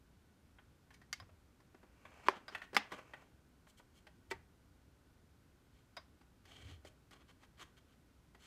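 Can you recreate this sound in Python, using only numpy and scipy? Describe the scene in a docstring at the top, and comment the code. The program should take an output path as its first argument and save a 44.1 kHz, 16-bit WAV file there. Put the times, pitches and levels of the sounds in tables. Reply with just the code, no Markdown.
"""On a bench in a small room, hands work close by inside an opened slide projector.
Fingers click on the lamp and wiring; a control at the rim knocks, snaps over, and later clicks twice
more. Each impact excites the damped modes of the part it strikes. Skin and sleeve brush the housing
in stick-slip friction, and the case rumbles under a leaning hand.
The room reverberates, over a faint steady hum and hiss."""
import sys
import numpy as np
from scipy import signal
from scipy.fft import rfft, irfft, next_fast_len
from scipy.io import wavfile
from scipy.ndimage import map_coordinates

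SR = 44100
rng = np.random.default_rng(int(sys.argv[2]) if len(sys.argv) > 2 else 0)


def unload_audio(sound):
    """Save the sound as a 16-bit wav file, at the path given as the first command line argument."""
    columns = np.transpose(np.atleast_2d(sound))
    # keep every value between -1 and 1, then stretch to whole-number steps
    steps = np.round(np.clip(columns, -1, 1) * 32767)
    wavfile.write(sys.argv[1], SR, steps.astype(np.int16))


N = 373086

# modes of the lamp clicking in its socket: f/Hz, width/Hz, relative level/dB
LAMP = [(796, 120, -16), (1200, 72, -10), (1670, 270, -6.5), (2150, 87, 2.5), (2830, 100, -8),
        (3110, 120, -4.5), (3630, 140, -11), (4730, 320, -3), (5860, 210, -4.5), (6840, 720, -9),
        (8500, 450, -12), (11750, 710, -6)]
# modes of a sprung metal contact: f/Hz, width/Hz, relative level/dB
SPRING = [(647.5, 100, -2.5), (1079, 100, 1), (1538, 100, -0.5), (1886, 73, -4), (2165, 120, -7),
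          (3298, 170, -10), (3755, 180, -8), (4848, 120, -2), (5120, 60, -2.5), (8740, 400, -25.5)]
# modes of the plastic housing, a dull knock: f/Hz, width/Hz, relative level/dB
HOUSING = [(297, 23, -12), (385, 54, -7), (500, 60, -12), (576, 34, -9.5), (710, 37.5, -19),
           (1005.5, 110, 1.5), (1144, 140, -4.5), (1360, 120, -14), (1660, 150, -9), (1820, 130, -14),
           (2000, 90, -17.5), (2340, 250, -13), (2850, 48, -17.5), (3220, 65, -19), (4760, 180, -31.5),
           (5240, 300, -36)]
# modes of the switch, a sharp snap: f/Hz, width/Hz, relative level/dB
SWITCH = [(213.9, 20, -6.5), (277, 12, -11.5), (435.5, 77, -10.5), (550, 50, -13), (818, 65, -0.5),
          (1010, 120, -8), (1207, 80, -3), (1414, 90, -8), (1620, 70, -2.5), (1816, 69, -6.5),
          (1970, 70, 1.5), (2160, 150, -0.5), (2613, 70, -5), (2790, 41, -4), (3090, 73, -6),
          (3420, 60, -7.5), (3602, 66, -12), (3980, 160, -13), (4570, 60, -12.5), (4850, 200, -15.5),
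          (5200, 90, -8), (6100, 99, -21), (8655, 150, -25.5)]
# modes of the control's detent: f/Hz, width/Hz, relative level/dB
DETENT = [(277, 44, -5), (378.5, 37, -1.5), (480, 29, -10.5), (665, 60, -11), (764, 22, -6.5),
          (910, 26, -2.5), (1150, 31, -9), (1320, 61, -6), (1510, 114, -4), (1937, 62, 3.5),
          (2300, 62, -3.5), (2680, 90, -9.5), (3400, 220, -13), (4330, 180, -20), (4960, 160, -28),
          (7800, 1700, -23)]


def amp(db):
    """Amplitude ratio of a level in decibels."""
    return 10 ** (np.asarray(db) / 20)


def unit(x):
    """Normalisation to rms 1."""
    return x / np.sqrt(np.mean(x ** 2) + 1e-20)


def unit_energy(x):
    """Normalisation to energy 1."""
    return x / (np.linalg.norm(x) + 1e-20)


def along(points, hz):
    """Interpolation of (f/Hz, value) points on a logarithmic frequency axis."""
    f, values = np.transpose(points)
    return np.interp(np.log(hz + 1), np.log(f + 1), values)


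def lifts(peaks, hz):
    """Lorentzian resonance peaks, summed as a gain in dB."""
    return sum(db / (1 + (2 * (hz - centre) / width) ** 2) for centre, width, db in peaks)


def resonances(modes, hz, steep=1.2):
    """Power sum of band-pass modes, in dB; steep deepens the valleys between them."""
    shape = lambda f, width: (hz * width) ** 2 / ((hz ** 2 - f ** 2) ** 2 + (hz * width) ** 2)
    power = sum(amp(db) ** 2 * shape(f, width) ** steep for f, width, db in modes)
    return 10 * np.log10(power + 1e-12)


def wobble(rate):
    """Random modulation: linear interpolation of rate Gaussian values a second."""
    knots = rng.standard_normal(int(N * rate / SR) + 4)
    return map_coordinates(knots, [np.arange(N) * rate / SR], order=1)


def noise(colour, size=N):
    """White noise filtered by colour (dB against Hz); rms 1."""
    m = next_fast_len(size)
    spectrum = rfft(rng.standard_normal(m)) * amp(colour(np.fft.rfftfreq(m, 1 / SR)))
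    return unit(irfft(spectrum, m)[:size])


def impulse(colour, size=4096):
    """Minimum-phase impulse response of colour (dB against Hz), by folding the cepstrum."""
    cepstrum = irfft(np.log(amp(colour(np.fft.rfftfreq(size, 1 / SR))) + 1e-6))
    cepstrum[1:size // 2] *= 2
    cepstrum[size // 2 + 1:] = 0
    return irfft(np.exp(rfft(cepstrum)))


def dying(t, t60):
    """Exponential decay of 60 dB in t60."""
    return np.exp(-np.log(1000) * t / np.maximum(t60, 1e-3))


def swells(rows, release_s):
    """Exponential envelopes: each gains 20 dB over its rise, then loses 20 dB per release_s."""
    t = np.arange(N) / SR
    return sum(amp(db - 20 * np.maximum((s - t) / rise, (t - s) / release_s)) for s, db, rise in rows)


def add(track, s, sound):
    """Superposition of a sound on the track at time s."""
    start = max(round(s * SR), 0)
    track[start:start + len(sound)] += sound[:max(N - start, 0)]


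def room_tone():
    """Stationary noise: broadband air with two faint broad peaks, and a wavering narrow-band hum."""
    # air spectrum: f/Hz, relative level/dB
    air_spectrum = [(12, -39), (20, -11), (74, 1.5), (219, -7), (274, -7.5), (614, -18), (1230, -21),
                    (1500, -20), (1630, -23.5), (2270, -25.5), (12800, -36), (14300, -37), (15500, -47.5)]
    # peaks in the air noise: f/Hz, width/Hz, gain/dB
    air_peaks = [(266, 52, 2.5), (1500, 150, 3)]
    air_db, hum_db, waver_db = -68, -76, 1.5
    air = amp(air_db) * noise(lambda hz: along(air_spectrum, hz) + lifts(air_peaks, hz))
    hum = amp(hum_db + waver_db * wobble(3)) * noise(lambda hz: 2 * resonances([(65, 18, 0)], hz))
    return air + hum


def room(sound, wet_db):
    """Diffuse reverberation: a noise tail, 8 ms late, whose treble decays first."""
    # reverberation time: f/Hz, t60/s
    decay_times = [(150, .38), (1000, 0.35), (4500, 0.26), (12000, .22)]
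    hz, t, spectra = signal.stft(rng.standard_normal(SR // 2), SR, nperseg=256)
    tail = signal.istft(spectra * dying(t, along(decay_times, hz)[:, None]), SR, nperseg=256)[1]
    return amp(wet_db) * signal.fftconvolve(sound, np.pad(unit_energy(tail), (round(.008 * SR), 0)))


def flexing():
    """Flexure under load: the case rumbles whenever a hand leans on it."""
    # presses: peak t/s, level/dB, rise/s
    presses = [(1.22, -59.5, 0.1), (4.345, -58.5, 0.1), (6.69, -52.5, 0.19)]
    # spectrum of the loaded case: f/Hz, relative level/dB
    rumble = [(25, -23), (55, -4.5), (85, 10.5), (130, -5), (200, -15.5), (400, -25), (900, -67)]
    return swells(presses, release_s=.19) * noise(lambda hz: along(rumble, hz))


def friction(colour, size=N, grit_db=2.5):
    """Stick-slip friction: tiny slips of uneven strength excite the panel resonances; rms 1."""
    # panel resonances: f/Hz, width/Hz, gain/dB
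    panels = [(450, 110, 3.5), (1185, 190, 6), (1518, 160, 5), (1900, 150, 5), (2277, 240, 7.5),
              (3155, 490, 10), (4250, 200, 7), (6290, 250, 9), (6923, 200, 6.5), (7285, 320, 5),
              (7929, 250, 7), (8500, 260, 7), (9457, 91, 7.5), (10803, 290, 8), (11990, 350, 7)]
    strength = amp(grit_db * np.clip(rng.standard_normal(size // 64 + 1), -2, 2.3))
    slips = rng.standard_normal(size) * np.repeat(strength, 64)[:size]
    response = impulse(lambda hz: colour(hz) + lifts(panels, hz))
    return unit(signal.fftconvolve(slips, response)[:size])


def brushing():
    """Brief sliding friction: fingertips brush the case, swelling slowly and letting go quickly."""
    # strokes: t/s, duration/s, level/dB, tilt/(dB per octave)
    strokes = [(.92, 0.035, -69, 3), (2.25, .032, -49.5, -3), (2.332, 0.054, -55.5, -4),
               (2.499, .05, -57, -3), (2.569, 0.021, -60.5, -1), (2.607, 0.052, -61, -1),
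               (2.897, 0.06, -49.5, -3.5), (3.659, 0.058, -69.5, 8), (3.761, 0.041, -65.5, 5.5),
               (3.92, 0.081, -71, 4), (4.299, 0.018, -55, 3), (5.66, .17, -78, 1), (6.83, .065, -64, 3),
               (7.101, 0.048, -61.5, 0), (7.133, 0.044, -66.5, -2), (7.174, 0.063, -68, -2.5),
               (7.264, 0.058, -64, -0.5), (7.378, .085, -69.5, 0), (7.561, 0.084, -54, 0),
               (7.754, 0.042, -66.5, 0.5), (7.847, .11, -75.5, 0), (8.369, 0.12, -63.5, 2)]
    # brushing spectrum: f/Hz, relative level/dB
    brush = [(120, -47.5), (200, -2), (575, -6), (1190, -4), (2650, -8.5), (3120, -7.5), (3820, -9.5),
             (15500, -29.5)]
    track = np.zeros(N)
    for s, duration, db, tilt in strokes:
        size = int(duration * SR)
        hiss = friction(lambda hz: along(brush, hz) + tilt * np.log2(np.clip(hz, 500, 9000)), size)
        envelope = np.sin(np.pi * np.linspace(0, 1, size) ** 1.9)
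        add(track, s, amp(db) * hiss * envelope)
    return track


def control_scrape():
    """Friction under rising force: the control scrapes as fingers push it until it gives."""
    # pushes: peak t/s, level/dB, rise/s
    pushes = [(2.28, -60.5, .42), (2.58, -66, .2), (2.99, -60, .2), (3.21, -66.5, .25)]
    # spectrum of scraping plastic: f/Hz, relative level/dB
    plastic = [(120, -37.5), (200, -4.5), (405, -3.5), (800, -1.5), (2060, -11.5), (2700, -6.5),
               (3150, -22), (3730, -22.5), (4890, -18.5), (7420, -25), (15000, -36)]
    scrape = unit(friction(lambda hz: along(plastic, hz)) * amp(1.5 * wobble(49)))
    return swells(pushes, release_s=.12) * scrape


def hand_slide():
    """Sustained friction: skin slides over the case as the hand shifts its grip."""
    # spectrum of sliding skin: f/Hz, relative level/dB
    skin = [(150, -35.5), (250, -1.5), (420, -9.5), (795, -6), (961, -14.5), (3220, -10.5), (4710, -17),
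            (6770, -21.5), (15500, -36)]
    start_s, rise_s, hold_s, release_s, level_db = 6.435, .081, .2, .068, -62
    corners = start_s + np.cumsum([0, rise_s, hold_s, release_s])
    envelope = np.interp(np.arange(N) / SR, corners, [0, 1, 1, 0])
    rub = unit(friction(lambda hz: along(skin, hz)) * amp(2.4 * wobble(120)))
    return amp(level_db) * envelope * rub


def scattered(sound, t60, scatter_db):
    """Multiple scattering: the direct sound, then dense reflections inside the open case."""
    t = np.arange(SR // 10) / SR
    reflections = rng.standard_normal(len(t)) * dying(t, t60) * (1 - dying(t, .011))
    paths = amp(scatter_db) * unit_energy(reflections)
    paths[0] += 1  # direct path
    return signal.fftconvolve(sound, paths)


def finger_clicks():
    """Impulsive excitation of the chassis: place sets the main ring, fingertip the lows, nail the highs."""
    # contacts: t/s, relative level/dB, ring f/Hz, fingertip thud/dB, nail treble/dB
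    contacts = [(0.586, -56.5, 1740, -10, -38), (0.906, -57.5, 1800, -22, -16), (0.941, -61, 2260, -22, 3),
                (1.016, -59, 1860, 3, -7.5), (1.222, -58, 750, 9, -18), (1.292, -61.5, 640, 7, -20),
                (1.603, -65, 1070, 7, -1), (1.746, -54.5, 795, 18.5, -10), (1.831, -55, 780, 24, -10),
                (2.053, -50.5, 1050, 2, -20), (2.118, -59.5, 1630, 3, -20),
                (2.5492, -36.5, 2000, -19, -20.5), (2.618, -44, 2000, -20, -20),
                (2.7315, -45.5, 845, 12, -13), (2.7468, -38.5, 1740, 2, -1.5),
                (2.9194, -40, 1030, 5.5, -11), (2.987, -47.5, 2580, 7, -16.5),
                (3.136, -44.5, 1905, -6, -24), (3.2204, -61, 890, 12.5, -10.5), (3.669, -60.5, 828, 4, -11),
                (3.797, -57.5, 990, 10, -12), (4.0687, -53.5, 1620, 1.5, -9.5), (6.212, -63, 2805, 14, -3),
                (6.4542, -60.5, 3200, -11, -2.5), (6.849, -51, 676, 11, -3), (7.11, -57.5, 3170, 5, -2),
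                (7.433, -60, 1270, 2, -5), (8.348, -57.5, 1970, 9.5, -7.5)]
    # chassis resonances: f/Hz, width/Hz, gain/dB
    chassis = [(389.7, 40, 6.5), (618.7, 26, 7.5), (793, 130, 6), (1130, 130, 4), (1490, 130, 4.5),
               (1916, 320, 6), (2400, 170, 2.5), (2650, 180, 3.5), (3180, 130, 5.5), (4830, 170, 5),
               (6230, 160, 4), (8450, 300, 4.5), (9100, 350, 5.5), (11500, 200, 7)]
    track = np.zeros(N)
    for s, db, ring_hz, thud_db, treble_db in contacts:
        hollow_db = 2 + .3 * thud_db  # more fingertip wakes more of the hollow body
        crack_db = -14 + .75 * treble_db  # more nail gives more crack
        contact = [(40, thud_db - 22), (200, thud_db), (420, thud_db - 1),
                   (700, hollow_db), (1200, hollow_db), (1700, 2.5), (3300, -6),
                   (5000, treble_db), (7000, crack_db + 5), (15000, crack_db - 5)]
        peaks = chassis + [(ring_hz, 200, 4)]
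        ring = impulse(lambda hz: along(contact, hz) + lifts(peaks, hz))
        click = amp(db + 23) * unit_energy(scattered(ring, t60=.047, scatter_db=8.5))
        add(track, s, click)
        add(track, s, room(click, wet_db=-11))
    return track


def modal_ring(modes, blur=1, travel_s=.0011):
    """Modal impulse response with dispersion, energy 1; blur widens the modes."""
    skirts = [(30, -19), (180, 3), (6000, .5), (9000, -8.5), (15000, -18.5)]  # f/Hz, gain/dB
    widened = [(f, width * blur, db) for f, width, db in modes]
    ring = impulse(lambda hz: resonances(widened, hz) + along(skirts, hz))
    # bending waves cross the panel treble first; 1 kHz takes travel_s
    phase_lag = 4 * np.pi * travel_s * np.sqrt(1000 * np.fft.rfftfreq(len(ring), 1 / SR))
    return unit_energy(irfft(rfft(ring) * np.exp(-1j * phase_lag)))


def impacts():
    """Damped free vibration: lamp, contacts and control ring in their modes under a short crack."""
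    # blows: t/s, modes, level/dB, crack/dB, crack t60/s, reflections/dB, reflections t60/s, room/dB
    blows = [(1.1284, LAMP, -12.5, -12, 0.038, 0, 0.034, -17.5),
             (1.2, SPRING, -26, -11, .03, -3, 0.053, -19),
             (2.2844, HOUSING, 4, -24, 0.049, -10, 0.039, -20),
             (2.481, SPRING, -21.5, -11.5, 0.071, 3, 0.043, -9),
             (2.766, SWITCH, 2.5, -11.5, 0.049, -8, 0.033, -17),
             (4.3118, DETENT, -11, -11, 0.059, 5, 0.041, -17.5),
             (5.9672, SPRING, -24.5, -11, 0.038, 2, .04, -13.5),
             (5.9701, SPRING, -21.5, -10.5, .03, 5, 0.066, -15)]
    # crack spectrum: f/Hz, relative level/dB
    crack_spectrum = [(200, -13.5), (1500, 2.5), (5000, .5), (7000, -8), (10500, -10.5), (15000, -20)]
    track, t = np.zeros(N), np.arange(SR // 10) / SR
    for s, modes, db, crack_db, crack_t60, scatter_db, scatter_t60, wet_db in blows:
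        body = unit_energy(scattered(modal_ring(modes), scatter_t60, scatter_db))
        crack = noise(lambda hz: along(crack_spectrum, hz), len(t))
        add(track, s, amp(db) * body)
        add(track, s, amp(db + crack_db) * unit_energy(crack * dying(t, crack_t60)))
        # the room gathers sound from every panel, so single modes stand out less in its tail
        add(track, s, amp(db) * room(modal_ring(modes, blur=6), wet_db))
    return track


def scene():
    """Superposition of impacts, friction and flexure over the quiet room, in mono."""
    rubs = brushing() + control_scrape() + hand_slide()
    handling = finger_clicks() + impacts() + rubs + room(rubs, wet_db=-11.5)[:N] + flexing()
    return (handling + room_tone())[None]


def record(dry):
    """Band limiting by an ideal low-pass filter."""
    cutoff_hz = 15600
    m = next_fast_len(N + SR // 2)
    return irfft(rfft(dry, m) * (np.fft.rfftfreq(m, 1 / SR) < cutoff_hz), m)[..., :N]


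dry = scene()
out = record(dry)
unload_audio(out)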